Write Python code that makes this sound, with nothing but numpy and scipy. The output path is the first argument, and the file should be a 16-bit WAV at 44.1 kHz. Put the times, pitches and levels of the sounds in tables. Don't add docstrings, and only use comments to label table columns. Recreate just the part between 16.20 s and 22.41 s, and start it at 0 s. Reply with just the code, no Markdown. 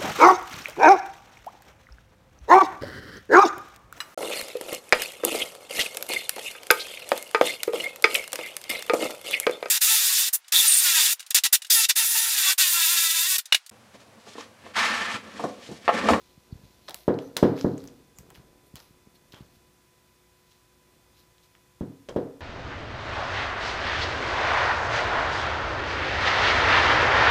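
import sys
import numpy as np
from scipy import signal
from scipy.fft import rfft, irfft
from scipy.io import wavfile

SR = 44100
rng = np.random.default_rng(int(sys.argv[2]) if len(sys.argv) > 2 else 0)


def digitize_waveform(pressure):
    field = np.atleast_2d(pressure).T
    bounded = np.clip(field, -1, 1)
    quanta = np.round(bounded * 32767).astype(np.int16)
    wavfile.write(sys.argv[1], SR, quanta)


def how_loud(loudness_db):
    steps = np.asarray(loudness_db, float) / 20
    return 10 ** steps


N = 273728


def rms_one(x):
    return x / np.sqrt(np.mean(x ** 2) + 1e-20)


def band(x, low_hz, high_hz, order=2):
    return signal.sosfilt(signal.butter(order, [low_hz, high_hz], "band", fs=SR, output="sos"), x)


def resonate(x, hz, width_hz):
    r = np.exp(-np.pi * width_hz / SR)
    feedback = [1, -2 * r * np.cos(2 * np.pi * hz / SR), r * r]
    return signal.lfilter(np.array([1, 0, -1]) * (1 - r * r) / 2, feedback, x)


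def add(out, s, sound):
    i = round(s * SR)
    out[i:i + len(sound)] += sound[:len(out) - i]


def push(hz, damping_s, sag=0):
    t = np.arange(round(14 * damping_s * SR)) / SR
    phase = 2 * np.pi * hz * t / (1 + sag * hz * t)
    swing = t ** 2 * np.exp(-t / damping_s) * np.sin(phase)
    return swing / np.abs(swing).max()


def strokes(rows):
    edge_db, fade_s = -20, .0055
    t, plain, tilted = np.arange(N) / SR, 0, 0
    for start, length, db, place, *tilt_db in rows:
        knots = start + length * np.array([0, np.clip(place, .01, .99), 1])
        fade = np.clip(np.minimum(t - start, start + length - t) / fade_s, 0, 1)
        gain = fade * how_loud(db + np.interp(t, knots, [edge_db, 0, edge_db]))
        plain = plain + gain
        tilted = tilted + gain * how_loud(sum(tilt_db))
    return plain, tilted


def grit(per_s, spread_db):
    sizes = how_loud(spread_db * np.minimum(rng.exponential(1, N), 4)) * rng.choice([-1, 1], N)
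    slips = sizes * (rng.random(N) < per_s / SR)
    return rms_one(slips) + .14 * rng.standard_normal(N)


def knock_path():
    # (delay/ms, pressure ratio)
    echoes = [(0.0, 1.0), (2.4, -0.72), (3.9, -0.45), (4.9, 0.27), (6.9, 0.28), (14.5, -0.36), (16.1, 0.24),
              (19.7, -0.35), (23.4, -0.48), (26.2, 0.39), (31.0, -0.49), (35.1, -0.28), (41.3, -0.24),
              (49.3, -0.26), (51.6, -0.29)]
    # (f/Hz, width/Hz, level/dB)
    wash_modes = [(115, 10, 8), (146.2, 8, 8.5), (191, 6, 2.5), (244.2, 4.2, 8.5), (272, 7.8, 8.5),
                  (392, 8.9, -3), (463.4, 26, 2), (519.4, 4.9, -0.5), (612, 34, 0), (710, 30, 0)]
    wash_db, rise_s, t60_s = -17.5, .025, .62
    far_walls_s, far_walls_drop_db = .108, 5
    t = np.arange(SR // 2) / SR
    white = rng.standard_normal(len(t))
    modes = sum(how_loud(db) * resonate(white, hz, width_hz) for hz, width_hz, db in wash_modes)
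    path = how_loud(-27) * (rms_one(modes) + 1.5 * white)
    thinned = np.clip((t - far_walls_s) / .0065, 0, 1)
    path *= 1 - np.exp(-t / rise_s)
    path *= how_loud(wash_db - 60 * t / t60_s - far_walls_drop_db * thinned)
    for delay_ms, ratio in echoes:
        add(path, delay_ms / 1000, np.array([ratio]))
    return path


def knocks():
    # (t/s, level/dB, f/Hz)
    blows = [
        (.6855, -38, 680),
        (.87927, -6.6, 381),
        (1.1650, -27, 440),
        (1.22724, -2.6, 348),
        (1.44475, -10, 319),
        (5.60856, -22, 275),
        (5.8870, -29, 460),
        (5.96108, -12, 389),
    ]
    # (crack level/dB, brightness/dB, thud level/dB)
    blow_edges = [(-46, -30, -64), (-13.5, -28.5, -30), (-42.5, -31.5, -56), (-9.5, -23.5, -23.5),
                  (-19.5, -49, -26), (-31.5, -23, -29.5), (-39, -28, -49), (-21.5, -23, -32)]
    body, thud, dull, bright = np.zeros((4, N))
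    for (s, db, hz), (crack_db, bright_db, thud_db) in zip(blows, blow_edges):
        add(body, s, how_loud(db) * push(hz, .0008))
        add(thud, s, how_loud(thud_db) * push(75, .0031))
        add(dull, s, how_loud([crack_db]))
        add(bright, s, how_loud([crack_db + bright_db]))
    t = np.arange(SR // 50) / SR
    grains = rng.standard_normal(len(t)) * np.exp(-t / .0054)
    grind = .44 * band(signal.fftconvolve(bright, grains)[:N], 2000, 12000, order=1)
    edge = 5.7 * band(dull, 540, 960) - 1.17 * band(dull, 1150, 1903)
    edge += 4.9 * band(bright, 2000, 4800) + .4 * bright
    echoing = signal.fftconvolve(body, knock_path())[:N]
    return echoing + thud + grind + mould(how_loud(21.5) * bright), edge


def mould(x):
    # (f/Hz, width/Hz, level/dB)
    modes = [(1300, 90, -3.0), (1920, 120, -1), (3300, 200, 0), (4140, 170, -1.5), (4983, 170, -0.5),
             (5520, 170, 0)]
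    ring = 0
    for k, (hz, width_hz, db) in enumerate(modes):
        ring = ring + (-1) ** k * how_loud(db - 3) * resonate(x, hz, width_hz)
    return ring


def contact(drive, hz, width_hz):
    slap = band(drive[0], 900, 2800)
    ring = resonate(resonate(drive[1], hz, width_hz), hz, 2.5 * width_hz)
    snap = band(drive[2], 6000, 19845)
    return slap, ring, snap


def ticks():
    # (t/s, ring level/dB, ring f/Hz, slap level/dB, snap level/dB)
    snap_rows = [(0.6815, -36, 3940, -32, -48.5), (0.694, -32.5, 3820, -54, -29.5),
                 (0.7074, -32, 4000, -63, -32), (0.7436, -30, 4087, -33.5, -22),
                 (1.1665, -21, 3380, -15, -20.5), (1.1730, -38, 4000, -29, -19),
                 (1.395, -45, 4120, -38, -43), (1.6187, -51, 4130, -60, -56), (1.6395, -46, 4400, -50, -39),
                 (1.6526, -57, 3730, -51, -47), (1.6742, -38, 5960, -50, -43),
                 (1.9856, -36, 6740, -41.5, -32), (2.1027, -56, 3550, -42.5, -39),
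                 (2.1572, -53, 2550, -43, -49), (2.5559, -38, 3520, -43, -30),
                 (3.1221, -38.5, 3050, -53, -49)]
    # (t/s, ring level/dB, ring f/Hz, slap level/dB)
    tick_rows = [(0.6854, -27.5, 3900, -29), (0.9405, -44, 3900, -52.5), (0.9881, -33.5, 2629, -39),
                 (1.367, -43, 3800, -40), (1.3777, -45, 2500, -32), (1.3876, -35.5, 4020, -37),
                 (1.4106, -24.5, 4070, -28.5), (1.5787, -38.5, 6400, -44), (1.6034, -45.5, 4350, -51),
                 (1.685, -50, 4410, -42.5), (2.151, -42, 2480, -63), (2.6015, -39.5, 4900, -41.5),
                 (3.1439, -39.5, 3330, -67.5), (5.1816, -49, 2930, -64), (5.351, -54.5, 3290, -41),
                 (5.8871, -34.5, 3170, -35), (5.8923, -35.5, 4780, -41), (5.943, -52, 3000, -62)]
    # (t/s, ring level/dB, ring f/Hz, slap level/dB, snap level/dB)
    crack_rows = [
        (1.1677, -10, 4000, -28, -33),
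    ]
    hits = [(*row, .9) for row in snap_rows]
    hits += [(*row, row[1] - 28, .65) for row in tick_rows]
    hits += [(*row, .35) for row in crack_rows]
    near, around = np.zeros((2, N))
    t = np.arange(round(.04 * SR)) / SR
    click = np.tile(t == 0, (3, 1)) * 1.
    for s, ring_db, hz, slap_db, snap_db, decay_ms in hits:
        decay_s = decay_ms / 1000
        burst = rng.standard_normal((3, len(t))) * np.exp(-t / decay_s) + 2 * click
        heard = contact(burst, hz, min(.87 / decay_s, 1600))
        spread = contact(click, hz, 2500)
        for part, even, db in zip(heard, spread, (slap_db, ring_db, snap_db)):
            part = how_loud(db) * part / np.abs(part).max()
            add(near, s + .0006, part)
            add(around, s, np.std(part) * rms_one(even))
    return near, around


def rubs():
    # (start t/s, length/s, peak level/dB, peak place 0-1, brightness/dB)
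    rub_rows = [(-.3, 0.9, -62.5, 0.28, -8), (.25, 0.62, -66.5, 0.33, -7.5), (.58, 0.15, -61, .8, -4),
                (.75, 0.17, -54.5, .05, -4), (.99, 0.32, -62.5, 0.1, -4.5), (1.29, 0.093, -72, .2, -9),
                (1.35, 0.25, -50.5, 0.13, -8), (1.57, 0.37, -62, 0.03, -5), (1.99, .05, -69, 0.07, 9),
                (2.14, 0.095, -57.5, 0, -5.5), (2.43, 0.11, -68.5, 0.3, 5), (2.56, 0.033, -45, 0, -12),
                (2.585, 0.15, -57.5, 0, -3), (2.94, 0.039, -62, 0.4, -1), (3.11, 0.26, -60, .05, -6.5),
                (3.28, 0.13, -70, .6, -2.5), (4.21, 0.27, -65.5, 0.42, -11), (4.7, 0.19, -72, 0.27, -7),
                (4.91, 0.15, -60, 0.58, -5.5), (5.2, 0.08, -61, 0.53, -6)]
    rub, bright = strokes(rub_rows)
    slips = grit(per_s=2100, spread_db=3.5)
    rubbing = band(slips, 2300, 7000) + .84 * resonate(slips, 4100, 600)
    return rub * rms_one(rubbing) + bright * rms_one(band(slips, 7500, 14000))


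def scuffs():
    starts_s = [.680, .742, 1.163, 2.1, 2.15, 2.552, 3.125, 5.883]
    # (length/s, peak level/dB)
    scuff_rows = [(0.075, -45.5), (0.033, -51), (0.06, -34), (0.048, -54.5), (0.13, -58), (.12, -52),
                  (0.15, -51), (0.064, -42.5)]
    gain, _ = strokes([(s, *row, .1) for s, row in zip(starts_s, scuff_rows)])
    return gain * rms_one(band(grit(per_s=1300, spread_db=2.5), 150, 1500))


def rumble():
    # (start t/s, length/s, peak level/dB, peak place 0-1)
    rumble_rows = [
        (-.4, 0.96, -62, 0.52),
        (.2, 1.47, -56, 0.08),
        (1.5, 0.39, -47, 0.32),
        (1.7, 1.58, -53.5, 0.23),
        (2.6, 1.14, -60, 0.63),
        (4.4, 1.35, -62.5, 0.25),
        (5.885, .3, -39, 0.03),
    ]
    gain, _ = strokes(rumble_rows)
    return gain * how_loud(-4) * rms_one(band(grit(per_s=540, spread_db=-2), 30, 450))


def bumps():
    # (t/s, peak level/dB, f/Hz)
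    bump_rows = [(0.174, -44, 170), (0.322, -27.5, 138), (0.351, -37, 127), (0.394, -47, 221),
                 (0.432, -43, 145), (0.448, -44, 125.4), (0.572, -73, 223), (1.987, -42.5, 147),
                 (2.002, -44, 126), (2.176, -43.5, 125), (2.195, -47, 191), (2.537, -36.5, 191),
                 (2.551, -44, 128), (2.704, -48, 194), (2.869, -44.5, 241), (3.135, -41.5, 190),
                 (3.204, -35.5, 200), (3.218, -42.5, 125), (3.364, -52.5, 164), (3.395, -65, 127)]
    out = np.zeros(N)
    for s, db, hz in bump_rows:
        add(out, s + .002, -how_loud(db + 1.5) * push(1.6 * hz, .3 / hz, sag=.4))
    return band(out, 65, 2000, order=1)


def squeaks():
    # (start t/s, end t/s, f/Hz, width/Hz, level/dB)
    squeak_rows = [(0, 0.17, 4040, 700, -75), (0.313, 0.34, 4250, 900, -62.5), (.62, 0.699, 4100, 500, -68),
                   (1.006, 1.118, 6000, 500, -67), (1.952, 1.997, 7150, 600, -63),
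                   (2.94, 2.98, 4300, 500, -68), (3.113, 3.2, 3200, 500, -59.5),
                   (4.93, 5.036, 3970, 900, -73), (5.882, 5.918, 3170, 500, -55)]
    out = np.zeros(N)
    for start, end, hz, width_hz, db in squeak_rows:
        white = rng.standard_normal(round((end - start) * SR))
        tone = resonate(resonate(white, hz, width_hz), hz, width_hz)
        add(out, start, how_loud(db) * rms_one(tone) * np.sqrt(np.hanning(len(tone))))
    return out


def workshop(x):
    # (f/Hz, t/s)
    room_t60 = [(500, .45), (1500, 0.52), (4000, 0.43), (9000, 0.33), (15000, 0.51)]
    t, tail = np.arange(SR // 2) / SR, 0
    hz, t60 = np.transpose(room_t60)
    edges = 200 * 2 ** np.arange(0, 6.6, .5)
    for low, high in zip(edges, edges[1:]):
        decay_s = np.interp(np.log(low * high) / 2, np.log(hz), t60)
        tail = tail + band(rng.standard_normal(len(t)), low, high) * how_loud(-60 * t / decay_s)
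    tail *= np.clip(t / .00093 - 1, 0, 1)
    tail *= 1 + 1.5 * np.exp(-t / .015)
    return signal.fftconvolve(x, tail / np.sqrt(np.sum(tail ** 2)))[:N]


def ventilation():
    # (f/Hz, level per Hz/dB)
    air_colour = [(15, -32.5), (40, -7.5), (120, 0), (400, -11.5), (1500, -14.5), (3500, -18.5),
                  (8000, -20), (15800, -23.5)]
    air_hz, air_db = np.transpose(air_colour)
    hz = np.maximum(np.fft.rfftfreq(N, 1 / SR), 1)
    colour = how_loud(np.interp(np.log(hz), np.log(air_hz), air_db))
    return how_loud(-63.5) * rms_one(irfft(rfft(rng.standard_normal(N)) * colour, N))


def electrics():
    # (f/Hz, rms level/dB)
    hum = [(59.2, -74.5), (360.7, -72.5)]
    whine_db = [-79.5, -74.5, -97, -82.5, -81.5, -94.5, -81.5, -86.5, -87.5, -85, -87, -87.5, -89, -91]
    t = np.arange(N) / SR
    whine = [(500.1 * (k + 1), db) for k, db in enumerate(whine_db)]
    tones = 0
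    for hz, db in hum + whine:
        tones = tones + np.sqrt(2) * how_loud(db) * np.sin(2 * np.pi * (hz * t + rng.random()))
    return tones


def scene():
    boom, edge = knocks()
    snaps, around = ticks()
    tail = workshop(how_loud(14) * edge + how_loud(-6.5) * around)
    handling = rubs() + scuffs() + rumble()
    steady = tail + handling + ventilation() + electrics()
    steady = signal.sosfilt(signal.cheby2(12, 50, 15900, fs=SR, output="sos"), steady)
    return (boom + edge + snaps + mould(around) + bumps() + squeaks() + steady)[None]


def roll_off(x):
    return signal.sosfilt(signal.butter(12, 16840, fs=SR, output="sos"), x)


def record(dry):
    mix = signal.sosfilt(signal.cheby2(12, 60, 16900, fs=SR, output="sos"), dry)
    return roll_off(mix)


dry = scene()
out = record(dry)
digitize_waveform(out)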